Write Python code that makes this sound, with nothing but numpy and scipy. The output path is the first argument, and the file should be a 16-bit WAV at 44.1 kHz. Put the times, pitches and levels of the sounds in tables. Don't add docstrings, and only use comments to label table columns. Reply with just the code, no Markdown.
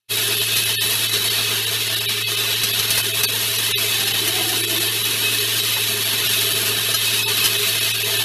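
import sys
import numpy as np
from scipy import signal
from scipy.fft import rfft, irfft, next_fast_len
from scipy.io import wavfile
from scipy.ndimage import uniform_filter1d

SR = 44100
rng = np.random.default_rng(int(sys.argv[2]) if len(sys.argv) > 2 else 0)


def store_pcm(level_fs):
    pcm = np.round(np.clip(level_fs, -1, 1) * 32767).astype(np.int16)
    wavfile.write(sys.argv[1], SR, np.atleast_2d(pcm).T)


N = 363384
T = np.arange(N) / SR
DRIVE_HZ = 111.26

# time_s, level_db, extra_treble_db, extra_boom_db
JOSTLING = [(0.1, -21, 3.5, 0), (0.5, -18.5, 0.5, -2.5), (0.9, -20, 2, -1.5), (1.2, -19, 0.5, -0.5),
            (2.0, -20.5, -0.4, -1), (2.7, -19.5, -0.7, -1.5), (3.3, -21.5, 3.5, 1.5),
            (4.1, -18, -0.5, -1.5), (4.6, -21, 2.5, 1.5), (5.3, -19.5, 1.5, -1), (6.0, -20.5, 2, 0.5),
            (6.4, -18.5, 2, -1), (6.6, -20, 3, 1.5), (7.0, -19, 0.5, -0.5), (7.7, -18.5, 1, -1.5),
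            (7.9, -19.5, -0.5, -3), (8.2, -19, 2, 0)]
# pitch_hz, nominal_width_hz, relative_db
RING_AND_HUM_TONES = [(200, 8, -52), (222, 8, -55), (412, 19, -36.8), (460, 9, -50), (654, 16, -44.8),
                      (900, 26, -46.1), (1255, 22, -45.3), (1463, 22, -45.6), (1610, 28, -42.5),
                      (1762, 36, -41.3), (1865, 40, -45), (2060, 24, -42), (2155, 20, -44.5),
                      (2336, 14, -42.5), (2575, 11, -35.3), (2636, 20, -36.8), (2840, 30, -41),
                      (2905, 18, -42.1), (3059, 17, -34.2), (3185, 25, -41), (3305, 25, -40.5),
                      (3378, 16, -39.5), (3594, 18, -38.3), (3745, 45, -35.8), (3808, 45, -35.3),
                      (3873, 40, -39), (3935, 19, -33.3), (3972, 22, -38.5), (4131, 8, -42.5),
                      (4340, 30, -42), (4393, 32, -39.8), (4440, 25, -41), (4530, 15, -46),
                      (4655, 20, -46.5), (5112, 31, -45.0), (5570, 30, -49.5), (5880, 36, -46.5),
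                      (6445, 189, -41), (8473, 44, -44), (9084, 137, -45.9), (10222, 60, -40),
                      (10945, 60, -39), (11130, 150, -37), (11552, 115, -35.3), (11865, 400, -35.3),
                      (14649, 64, -50)]
# frequency_hz, relative_db
WEAK_MODE_COLOUR = [(25, -79), (60, -75), (125, -63.5), (170, -72), (330, -63.5), (560, -72), (790, -71),
                    (1060, -68), (1800, -65.5), (2250, -65), (2750, -57.5), (3400, -59), (4600, -63),
                    (7200, -69.5), (12000, -68), (15000, -73.5)]
# peak_time_s, half_length_s, pitch_hz, nominal_width_hz, level_db
SINGING_MODES = [(.5, 0.3, 10222, 34, -36), (.96, 0.08, 10222, 34, -33.5), (1.33, .11, 4395, 18, -34),
                 (5.3, .09, 2573, 7, -30.5), (5.7, .16, 2576, 7, -36), (6.3, 1.5, 10260, 110, -42)]
# start_s, peak_db, pitch_hz, extra_treble_db, track_relative_db
COIL_DROPS = [(0.5661, -9, 4130, 1, -12), (1.134, -11.5, 4150, 0, -12), (2.634, -4.3, 4120, 0, -12),
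              (2.7911, -9, 4100, -4, -10), (2.9048, -6, 4400, 2, -14), (2.952, -11.5, 4130, 0, -14),
              (2.9754, -7, 4480, 4, -14), (3.2335, -5, 4530, 0, -12), (4.2757, -7.5, 4340, 7, -14),
              (4.49, -11, 4130, 2, -14), (5.5762, -12, 6670, 4, -12), (6.4117, -11, 4400, 4, -12),
              (6.94, -12, 5120, 1, 4.5), (7.4418, -6.5, 5100, 0, -14), (7.456, -6, 4130, -1, -12)]
# frequency_hz, relative_db
CLINK_COLOUR = [(150, 1), (700, -8), (1500, -5.5), (2800, 8), (4500, 6), (6200, 7.5), (7600, -4), (9300, 6),
                (10500, 8.5), (12000, 7), (15000, -3)]
# pitch_hz, relative_db, ring_time_s
TRACK_MODES = [(666, -9, .07), (1287, -3, .07), (1620, -3, .07), (3060, -3, .08), (4124, -1, .1),
               (5120, -2, .08), (5889, -3, .08), (6083, -5, .08), (6772, -6, .09), (8985, -7, .09),
               (10230, -5, .09), (11490, -1, .08)]
# start_s, peak_db, pitch_hz
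WALL_KNOCKS = [(1.204, -23, 1570), (1.388, -23, 1350), (2.976, -17, 1570), (3.233, -21, 880),
               (4.275, -26, 630), (4.528, -24, 1010), (4.799, -28, 820), (5.213, -24, 920),
               (5.765, -19.5, 876), (7.309, -22, 1150), (7.456, -20, 2040)]
# frequency_hz, relative_db
KNOCK_COLOUR = [(80, -8), (250, -8), (800, -4), (1700, -4), (3000, -6), (12000, -40)]
# peak_time_s, half_length_s, pitch_hz, nominal_width_hz, level_db
DRONE_TONES = [(4.52, 0.32, 339, 37, -36), (4.44, 0.093, 736, 25, -35), (4.06, 0.077, 785, 31, -41),
               (5.3, 0.16, 282, 40, -43)]
# middle_s, length_s, depth_db
BRIEF_DIPS = [(.361, .014, -9), (.4, .028, -8), (.549, .012, -7), (.65, .015, -7), (.737, .012, -6),
              (.783, .046, -45), (1.083, .018, -9), (1.112, .02, -5), (1.295, .014, -11),
              (1.659, .015, -13), (1.891, .012, -10), (1.956, .013, -14), (1.998, .014, -15),
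              (2.075, .026, -36), (2.253, .048, -14), (2.363, .013, -13), (2.554, .013, -11),
              (2.724, .017, -13), (3.023, .012, -10), (3.13, .022, -12), (3.224, .016, -4),
              (3.27, .026, -32), (3.315, .01, -7), (3.577, .015, -11), (3.749, .046, -45),
              (4.048, .013, -7), (4.132, .014, -12), (4.624, .017, -14), (4.664, .02, -14),
              (4.793, .013, -10), (4.885, .014, -5), (5.037, .022, -6), (5.396, .016, -6),
              (5.616, .018, -7), (6.044, .017, -6), (6.284, .014, -11), (6.539, .026, -6), (6.985, .05, -4),
              (7.257, .044, -17), (7.58, .02, -6), (7.8, .015, -13), (7.93, .019, -13), (7.972, .011, -8),
              (7.993, .011, -9), (8.037, .014, -13), (8.186, .019, -8)]


def bowl_rattle(heap_count=10):
    heaps = np.array([landings() + undb(-6.5) * tumbles() for _ in range(heap_count)])
    clatter = sum(signal.oaconvolve(heap, steel_strike(ring_s=.06, tick=.54))[:N] for heap in heaps)
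    out = undb(-23) * unit(colour(clatter, WEAK_MODE_COLOUR))
    for hz, width, db in RING_AND_HUM_TONES:
        push = rng.standard_normal(heap_count) @ heaps
        ring = unit(resonate(push, hz, .85 * width))
        swing = np.sqrt(uniform_filter1d(ring ** 2, SR // 6) + .01)
        drift = undb(1.5 * wander(rate_hz=9))
        out += undb(db - .95) * unit(drift * ring / np.sqrt(swing))
    return out


def landings(coils=6, scatter_cycles=.29, uneven_db=5.5, shift_db=1.5):
    cycle = np.arange(int(N / SR * DRIVE_HZ))[:, None]
    late, force = rng.standard_normal((2, len(cycle), coils))
    at = ((cycle + scatter_cycles * late) / DRIVE_HZ * SR).astype(int) % N
    push = undb(uneven_db * np.clip(force, -2, 2)) * rng.choice([-1, 1], force.shape)
    taps = np.bincount(at.ravel(), push.ravel(), N)
    return unit(taps * undb(shift_db * wander(rate_hz=30)))


def tumbles(count=45):
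    out = np.zeros(N + SR)
    for when, force in rng.random((count, 2)):
        for bounce in range(3):
            out[int(when * N + bounce * SR / DRIVE_HZ)] += undb(6 * force - 2 * bounce)
    return unit(out[:N])


def jostle(rattle):
    level_db, legs_db, boom_db = curves(JOSTLING)
    legs, boom = band(rattle, 5900, "high"), band(rattle, 1700, "low")
    lumps_db = boom_db + wander(rate_hz=26)
    jingle_db = legs_db + .5 * wander(rate_hz=35)
    shaped = rattle + legs * (undb(jingle_db) - 1) + boom * (undb(lumps_db) - 1)
    return unit(shaped) * undb(level_db)


def falling_coils():
    clinks = [(s, db, hz, treble_db) for s, db, hz, treble_db, _ in COIL_DROPS]
    knocks = [(s, db, hz, 0) for s, db, hz in WALL_KNOCKS]
    return hits(clinks, CLINK_COLOUR, ring_db=-9) + track_ring() + hits(knocks, KNOCK_COLOUR, ring_db=-6)


def hits(table, tone_colour, ring_db):
    out = np.zeros(N + SR)
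    lead = 256
    for start_s, peak_db, hz, treble_db in table:
        hit = np.zeros(SR // 3)
        for delay_s, gain in [(0, 1), (rng.uniform(.0022, .007), .55)]:
            ring = steel_strike(ring_s=.11, tick=.065)
            at = lead + int(delay_s * SR)
            hit[at:at + len(ring)] += gain * ring
        hit = unit(colour(hit, tone_colour))
        hit += undb(ring_db) * (unit(resonate(hit, hz, 31)) + .5 * unit(resonate(hit, 1.9 * hz, 82)))
        hit += band(hit, 12000, "high") * (undb(treble_db) - 1)
        at = int(start_s * SR) - lead
        out[at:at + len(hit)] += hit * undb(peak_db) / np.abs(hit).max()
    return out[:N]


def steel_strike(ring_s, tick, size=8192):
    decay = undb(-60 * T[:size] / ring_s)
    ring = rng.standard_normal(size) * decay
    ring /= np.linalg.norm(ring)
    ring[0] += tick
    return ring / np.linalg.norm(ring)


def track_ring(rise_s=.009):
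    age = T[:SR // 3]
    ring = sum(undb(db - 60 * age / ring_s) * np.sin(2 * np.pi * (hz * age + rng.random()))
               for hz, db, ring_s in TRACK_MODES)
    ring *= np.minimum(age / rise_s, 1)
    blows = np.zeros(N)
    for start_s, peak_db, _, _, track_db in COIL_DROPS:
        blows[int(start_s * SR)] = undb(peak_db + track_db)
    return signal.oaconvolve(blows, ring / np.abs(ring).max())[:N]


def swelling_tones(table):
    out = 0
    for peak_s, half_length_s, hz, width, db in table:
        tone = resonate(rng.standard_normal(N), hz, 1.6 * width)
        tone = resonate(tone, hz, 1.6 * width)
        loudness = np.sqrt(uniform_filter1d(unit(tone) ** 2, SR // 8) + .05)
        swell = np.exp(-.5 * ((T - peak_s) / half_length_s) ** 2)
        out += undb(db) * swell * unit(tone / loudness)
    return out


def drive_hum(level_db=-34, octave_relative_db=-35):
    phase = 2 * np.pi * DRIVE_HZ * T + .03 * wander(rate_hz=10)
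    tone = np.sin(phase) + undb(octave_relative_db) * np.sin(2 * phase)
    return undb(level_db + .15 * wander(rate_hz=6.5)) * tone


def suppress_noise(x, strength=.22):
    def rule(power):
        neighbours = np.abs(uniform_filter1d(power, 25, axis=0))
        gain = (power / neighbours) ** strength
        return gain * np.sqrt(power.sum(0) / (power * gain ** 2).sum(0))
    return scale_tones(x, rule)


def thin_briefly(x, stand_out_db=4.4, lift_db=2, neighbour_share=.3):
    def rule(power):
        lasting = np.abs(uniform_filter1d(power, 5, axis=1)) + 1e-18
        neighbours = np.abs(uniform_filter1d(lasting, 41, axis=0))
        usual = neighbours ** neighbour_share * lasting.mean(0) ** (1 - neighbour_share)
        threshold = undb(stand_out_db) ** 2 * usual
        return undb(lift_db) / (1 + (threshold / lasting) ** 8)
    dip_db = 0
    for middle_s, length_s, depth_db in BRIEF_DIPS:
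        distance = np.minimum(2 * np.abs(T - middle_s) / length_s, 2)
        dip_db += depth_db * np.exp(-distance ** 4)
    untouched = undb(dip_db)
    return x * untouched + scale_tones(x, rule) * (1 - untouched)


def scale_tones(x, rule):
    hz, _, spectrum = signal.stft(x, SR, nperseg=1024, noverlap=768)
    gain = np.where(hz[:, None] > 250, rule(np.abs(spectrum) ** 2 + 1e-18), 1)
    return signal.istft(spectrum * gain, SR, nperseg=1024, noverlap=768)[1][:N]


def resonate(x, hz, width_hz):
    return signal.lfilter(*signal.iirpeak(hz, hz / width_hz, fs=SR), x + 1e-18)


def colour(x, points):
    hz, db = np.transpose(points)
    size = next_fast_len(len(x))
    frequencies = np.maximum(np.fft.rfftfreq(size, 1 / SR), 1)
    gain = undb(np.interp(np.log(frequencies), np.log(hz), db))
    return irfft(rfft(x, size) * gain, size)[:len(x)]


def band(x, hz, kind):
    return signal.sosfiltfilt(signal.butter(2, hz, kind, fs=SR, output="sos"), x)


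def wander(rate_hz):
    step = int(SR / rate_hz)
    held = rng.standard_normal(2000)[np.arange(N) // step % 2000]
    return unit(uniform_filter1d(held, step))


def curves(table):
    times, *columns = np.transpose(table)
    return [np.interp(T, times, column) for column in columns]


def unit(x):
    return x / np.sqrt(np.mean(x ** 2))


def undb(db):
    return 10 ** (np.asarray(db) / 20)


def scene():
    bowl = jostle(bowl_rattle()) + swelling_tones(SINGING_MODES)
    mono = bowl + falling_coils() + drive_hum() + swelling_tones(DRONE_TONES)
    return np.array([mono, mono])


def record(dry, start_s=.081, fade_s=.033, top_hz=15100):
    fade_in = np.clip((T - start_s) / fade_s, .03, 1) ** 2
    mono = thin_briefly(suppress_noise(dry.mean(0))) * fade_in
    top_cut = signal.ellip(10, .2, 80, top_hz, fs=SR, output="sos")
    return signal.sosfilt(top_cut, np.array([mono, mono]))


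dry = scene()
out = record(dry)
store_pcm(out)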